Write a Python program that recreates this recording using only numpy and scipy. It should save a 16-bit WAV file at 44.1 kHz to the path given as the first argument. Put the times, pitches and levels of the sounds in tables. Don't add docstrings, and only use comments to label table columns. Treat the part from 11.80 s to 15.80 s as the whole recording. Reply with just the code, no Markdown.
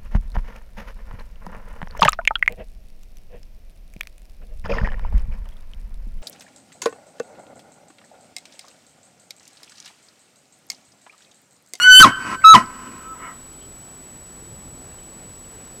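import sys
import numpy as np
from scipy import signal
from scipy.io import wavfile
from scipy.ndimage import uniform_filter1d

SR = 44100
rng = np.random.default_rng(int(sys.argv[2]) if len(sys.argv) > 2 else 0)


def unload_wav(signal):
    wavfile.write(
        sys.argv[1],
        SR,
        np.round(np.clip(np.atleast_2d(signal).T, -1, 1) * 32767).astype(np.int16),
    )


N = 176400

# time in seconds, pitch in Hz.
FIRST_PITCH = [(0, 1425), (.012, 1440), (.025, 1450), (.042, 1499), (.15, 1508), (.2, 1530), (.225, 1530)]
FIRST_DROP = [(.23, 1320), (0.243, 1281), (.248, 1066), (0.289, 1008)]
SECOND_PITCH = [(.635, 1375), (.648, 1286), (.67, 1299), (.7, 1308), (.737, 1295), (.748, 1072),
                (.757, 989), (.79, 982)]
# time in seconds, then fundamental, octave and higher partials in dB.
FIRST_EFFORT = [(0, -16.5, -27.5, -35), (0.03, -25, -17.5, -23), (0.043, -14, -13.5, -28.5),
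                (0.086, -2.5, -15.5, -30), (0.122, -1, -3.5, -43), (0.192, -8, 3, -25),
                (0.219, 13.5, 2, -26), (0.25, 0, -34, -23.5), (0.288, -31, -56.5, -63)]
SECOND_EFFORT = [(0.633, -56, -66, -69.5), (.642, -10.5, -24, -41.5), (.649, 0.5, -25.5, -44.5),
                 (0.702, 5, -23.5, -46.5), (.732, 5, -44.5, -52), (.743, -2, -24.5, -31),
                 (0.754, 6, -23, -31.5), (0.766, -10.5, -16, -45), (.785, -51, -52, -58.5)]
# time in seconds, flutter from 0 to 1.
HOARSENESS = [(0, .25), (.03, .22), (.045, .03), (.185, .03), (.2, .35), (.26, .55), (.6, .03), (.728, .03),
              (.745, .45)]
# centre in Hz, width in Hz, then grunt, gasp and breath levels in dB.
THROAT_MODES = [(117.3, 47, -9.5, -21.5, -27), (240, 90, -4.5, -7.5, -12.5), (682, 190, -13.5, -20.5, -15),
                (1029, 69, -1.5, -2.5, -3), (1300, 98, -5, -5, -0.5), (1573, 160, -12.5, -11.5, -13.5),
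                (1926.4, 110, -9, -12.5, -4.5), (2196, 63, -14, -17, -16), (2505, 140, -16.5, -14, -26.5),
                (2920, 150, -15, -15.5, -17), (5000, 2500, -11, -15, -25), (10000, 3800, -24, -30, -39.5)]
# start, rise, hold and fall in seconds, peak in dB.
BREATHS = [
    (.0, .01, .18, .05, -36),
    (.645, .02, .07, .02, -36),
    (1.35, .1, .035, .14, -35),
]
RASPS = [
    (0, .02, .15, .03, -35),
    (.186, .012, .014, .03, -19),
    (.605, .015, .025, .02, -42),
    (1.37, .06, .05, .1, -48),
]
GRUNTS = [
    (.188, .012, .06, .075, -9),
    (.73, .012, .018, .035, -8),
    (.76, .01, .02, .1, -21),
]
CHEST_SWELLS = [
    (.2, 0.039, 0.03, 0.082, -20),
    (.735, 0.0091, 0.018, 0.16, -25.5),
    (1.0, 0.033, .15, .1, -48),
]
RETURNS = [
    (.2, .04, .22, .9, -31),
]
GASPS = [
    (.33, 0.1676, .05, .03, -25),
    (.85, 0.045, 0.23, 0.64, -41),
]
NOSTRIL_SWELLS = [
    (1.77, .04, .04, 0.0402, -57),
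]
PUFFS = [
    (2.52, .15, .1, .2, -46),
]
# time in seconds, peak in dB, pitch in Hz, length in seconds.
TICKS = [
    (.861, -36, 5020, .0007),
    (1.078, -44, 2990, .002),
    (2.031, -47.5, 3080, 0.0022),
    (3.129, -48, 2700, .002),
    (3.188, -46, 3050, 0.0038),
    (3.646, -47, 2994, 0.0018),
]
# frequency in Hz, density in dB per Hz.
AIR_SPECTRUM = [(20, 3), (105, -2), (445, -8.5), (818, -13.5), (2000, -21), (6000, -26), (15000, -29)]


def undb(db):
    return 10 ** (np.asarray(db) / 20)


def unit(x):
    return x / np.sqrt(np.mean(x ** 2))


def column(table, index):
    rows = np.array(table)
    return np.interp(np.arange(N) / SR, np.sort(rows[:, 0]), rows[:, index])


def ring(x, hz, width_hz):
    return signal.lfilter(*signal.iirpeak(hz, hz / width_hz, fs=SR), x)


def walk(rate_hz):
    k = int(SR / rate_hz)
    return unit(uniform_filter1d(uniform_filter1d(rng.standard_normal(N), k), k))


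def swell(rows):
    t = np.arange(N) / SR
    range_db = 34.5
    shape_db = [-90, -range_db / 2, 0, 0, -range_db, -90]
    total = np.zeros(N)
    for start, rise, hold, fall, peak_db in rows:
        corners_s = np.cumsum([start - .01, .01, rise, hold, fall, .05])
        total += undb(peak_db + np.interp(t, corners_s, shape_db))
    return total


def air_band(rows, hz, width_hz):
    noise = rng.standard_normal(N)
    return swell(rows) * unit(ring(ring(noise, hz, width_hz), hz, 2 * width_hz))


def whistle(pitch, effort):
    t = np.arange(N) / SR
    waver, slip_rad, partial_slope_db = .0006, .8, -4
    hoarse = column(HOARSENESS, index=1)
    phase = 2 * np.pi * np.cumsum(column(pitch, index=1) * (1 + waver * walk(60))) / SR
    phase = phase + slip_rad * hoarse ** 2 * walk(700)
    fundamental = undb(column(effort, index=1)) * np.cos(phase)
    octave = undb(column(effort, index=2)) * np.cos(2 * phase + 0.57)
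    ladder = sum(undb(partial_slope_db * k) * np.cos((k + 3) * phase + k * k) for k in range(8))
    tone = fundamental - octave + undb(column(effort, index=3)) * ladder
    flutter = 1 + hoarse * walk(500)
    sounding = (t >= effort[0][0]) * (t < effort[-1][0])
    return np.sqrt(2) * flutter * tone * sounding


def fold_flaps():
    fold_hz, jitter, scatter_db, top_hz = 107.7, .18, 2.5, 2540
    chance = rng.standard_normal((1200, 2))
    periods_s = np.clip(1 + jitter * chance[:, 0], .3, 3) / fold_hz
    at = (np.cumsum(periods_s) * SR).astype(int)
    flaps = np.zeros(N)
    flaps[at[at < N]] = undb(scatter_db * chance[at < N, 1])
    dull = signal.lfilter(*signal.butter(2, top_hz, fs=SR), flaps)
    return unit(dull) / np.sqrt(SR / 2 / top_hz)


def throat_ring(x, index):
    skirt = 3.3
    out = np.zeros(N)
    for k, mode in enumerate(THROAT_MODES):
        hz, width_hz = mode[0], mode[1]
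        rung = ring(ring(x, hz, width_hz), hz, min(skirt * width_hz, hz))
        out += (-1) ** k * undb(mode[index]) * rung / np.sqrt(width_hz)
    return out


def throat(rows, folds_db, index):
    rush = rng.standard_normal(N) * undb(1.2 * walk(60))
    air = undb(folds_db) * fold_flaps() + rush
    return throat_ring(air * swell(rows), index) / np.std(throat_ring(air, index))


def breaths():
    return throat(BREATHS, folds_db=-12.5, index=4)


def rasp():
    return air_band(RASPS, hz=2120, width_hz=300)


def wind():
    level_db, gust_db, flicker_db = -44.5, 0.55, -2.5
    out, gust, air = 0, walk(1.5), np.array(AIR_SPECTRUM)
    for hz in 22 * 2 ** np.arange(0, 9.6, .5):
        db = np.interp(np.log(hz), np.log(air[:, 0]), air[:, 1])
        windy = 1 / (1 + hz / 1500)
        noise = ring(ring(rng.standard_normal(N), hz, hz * .6), hz, hz * .6)
        out = out + undb(db + windy * (gust_db * gust + flicker_db * walk(9))) * noise
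    return undb(level_db) * unit(out)


def whine():
    whine_hz, rms_db = 7867.2, -44
    return np.sqrt(2) * undb(rms_db) * np.sin(2 * np.pi * whine_hz * np.arange(N) / SR)


def trunks(x):
    near_db, near_t60_s = -30.5, 0.44
    tail_db, tail_t60_s, tail_start_s, tail_top_hz = -41, 2.8, .03, 2000
    echo_db, echo_s, echo_smear_s = -47, .6, .015
    t = np.arange(2 * SR) / SR
    noise = rng.standard_normal((2, len(t))) * np.clip(t / tail_start_s - .5, 0, 1)

    def share(response, db):
        return undb(db) * response / np.linalg.norm(response)

    tail = share(noise[0] * undb(-60 * t / tail_t60_s), tail_db)
    echo = share(noise[1] * np.exp(-((t - echo_s) / echo_smear_s) ** 2), echo_db)
    far = signal.lfilter(*signal.butter(2, tail_top_hz, fs=SR), tail + echo)
    near = share(noise[1] * undb(-60 * t / near_t60_s), near_db)
    return signal.fftconvolve(x, far + near)[:N]


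def grunts():
    return throat(GRUNTS, folds_db=-1.5, index=2)


def chest():
    return air_band(CHEST_SWELLS, hz=240, width_hz=110)


def late_return():
    hz, width_hz, third_db = 1535, 18, -22
    third = air_band(RETURNS, 3 * hz, 3 * width_hz)
    return air_band(RETURNS, hz, width_hz) + undb(third_db) * third


def gasps():
    return throat(GASPS, folds_db=-2.5, index=3)


def ticks():
    t = np.arange(N) / SR
    out = np.zeros(N)
    for start, db, hz, length_s in TICKS:
        out += undb(db) * np.exp(-((t - start) / length_s) ** 2) * np.sin(2 * np.pi * hz * t)
    return out


def nostril():
    return air_band(NOSTRIL_SWELLS, hz=3100, width_hz=280)


def puff():
    return air_band(PUFFS, hz=110, width_hz=110)


def scene():
    facing_db = 1
    first = whistle([*FIRST_PITCH, *FIRST_DROP], FIRST_EFFORT)
    elk = whistle(SECOND_PITCH, SECOND_EFFORT) + grunts() + chest()
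    elk = elk + gasps() + breaths() + nostril() + rasp()
    scattered = trunks(elk + undb(facing_db) * first) + late_return()
    background = wind() + whine() + ticks() + puff()
    return (first + elk + scattered + background)[None]


def roll_off(x):
    return signal.sosfilt(signal.butter(12, 15490, fs=SR, output="sos"), x)


def record(dry):
    ceiling, knee, low_cut_hz, full_scale, top_hz = .92, 8, 20, .95, 15400
    x = dry / (1 + np.abs(dry / ceiling) ** knee) ** (1 / knee)
    x = signal.lfilter(*signal.butter(1, low_cut_hz, "high", fs=SR), x)
    x = np.clip(x, -full_scale, full_scale)
    x = signal.sosfiltfilt(signal.ellip(6, .1, 40, top_hz, fs=SR, output="sos"), x)
    return roll_off(x)


dry = scene()
out = record(dry)
unload_wav(out)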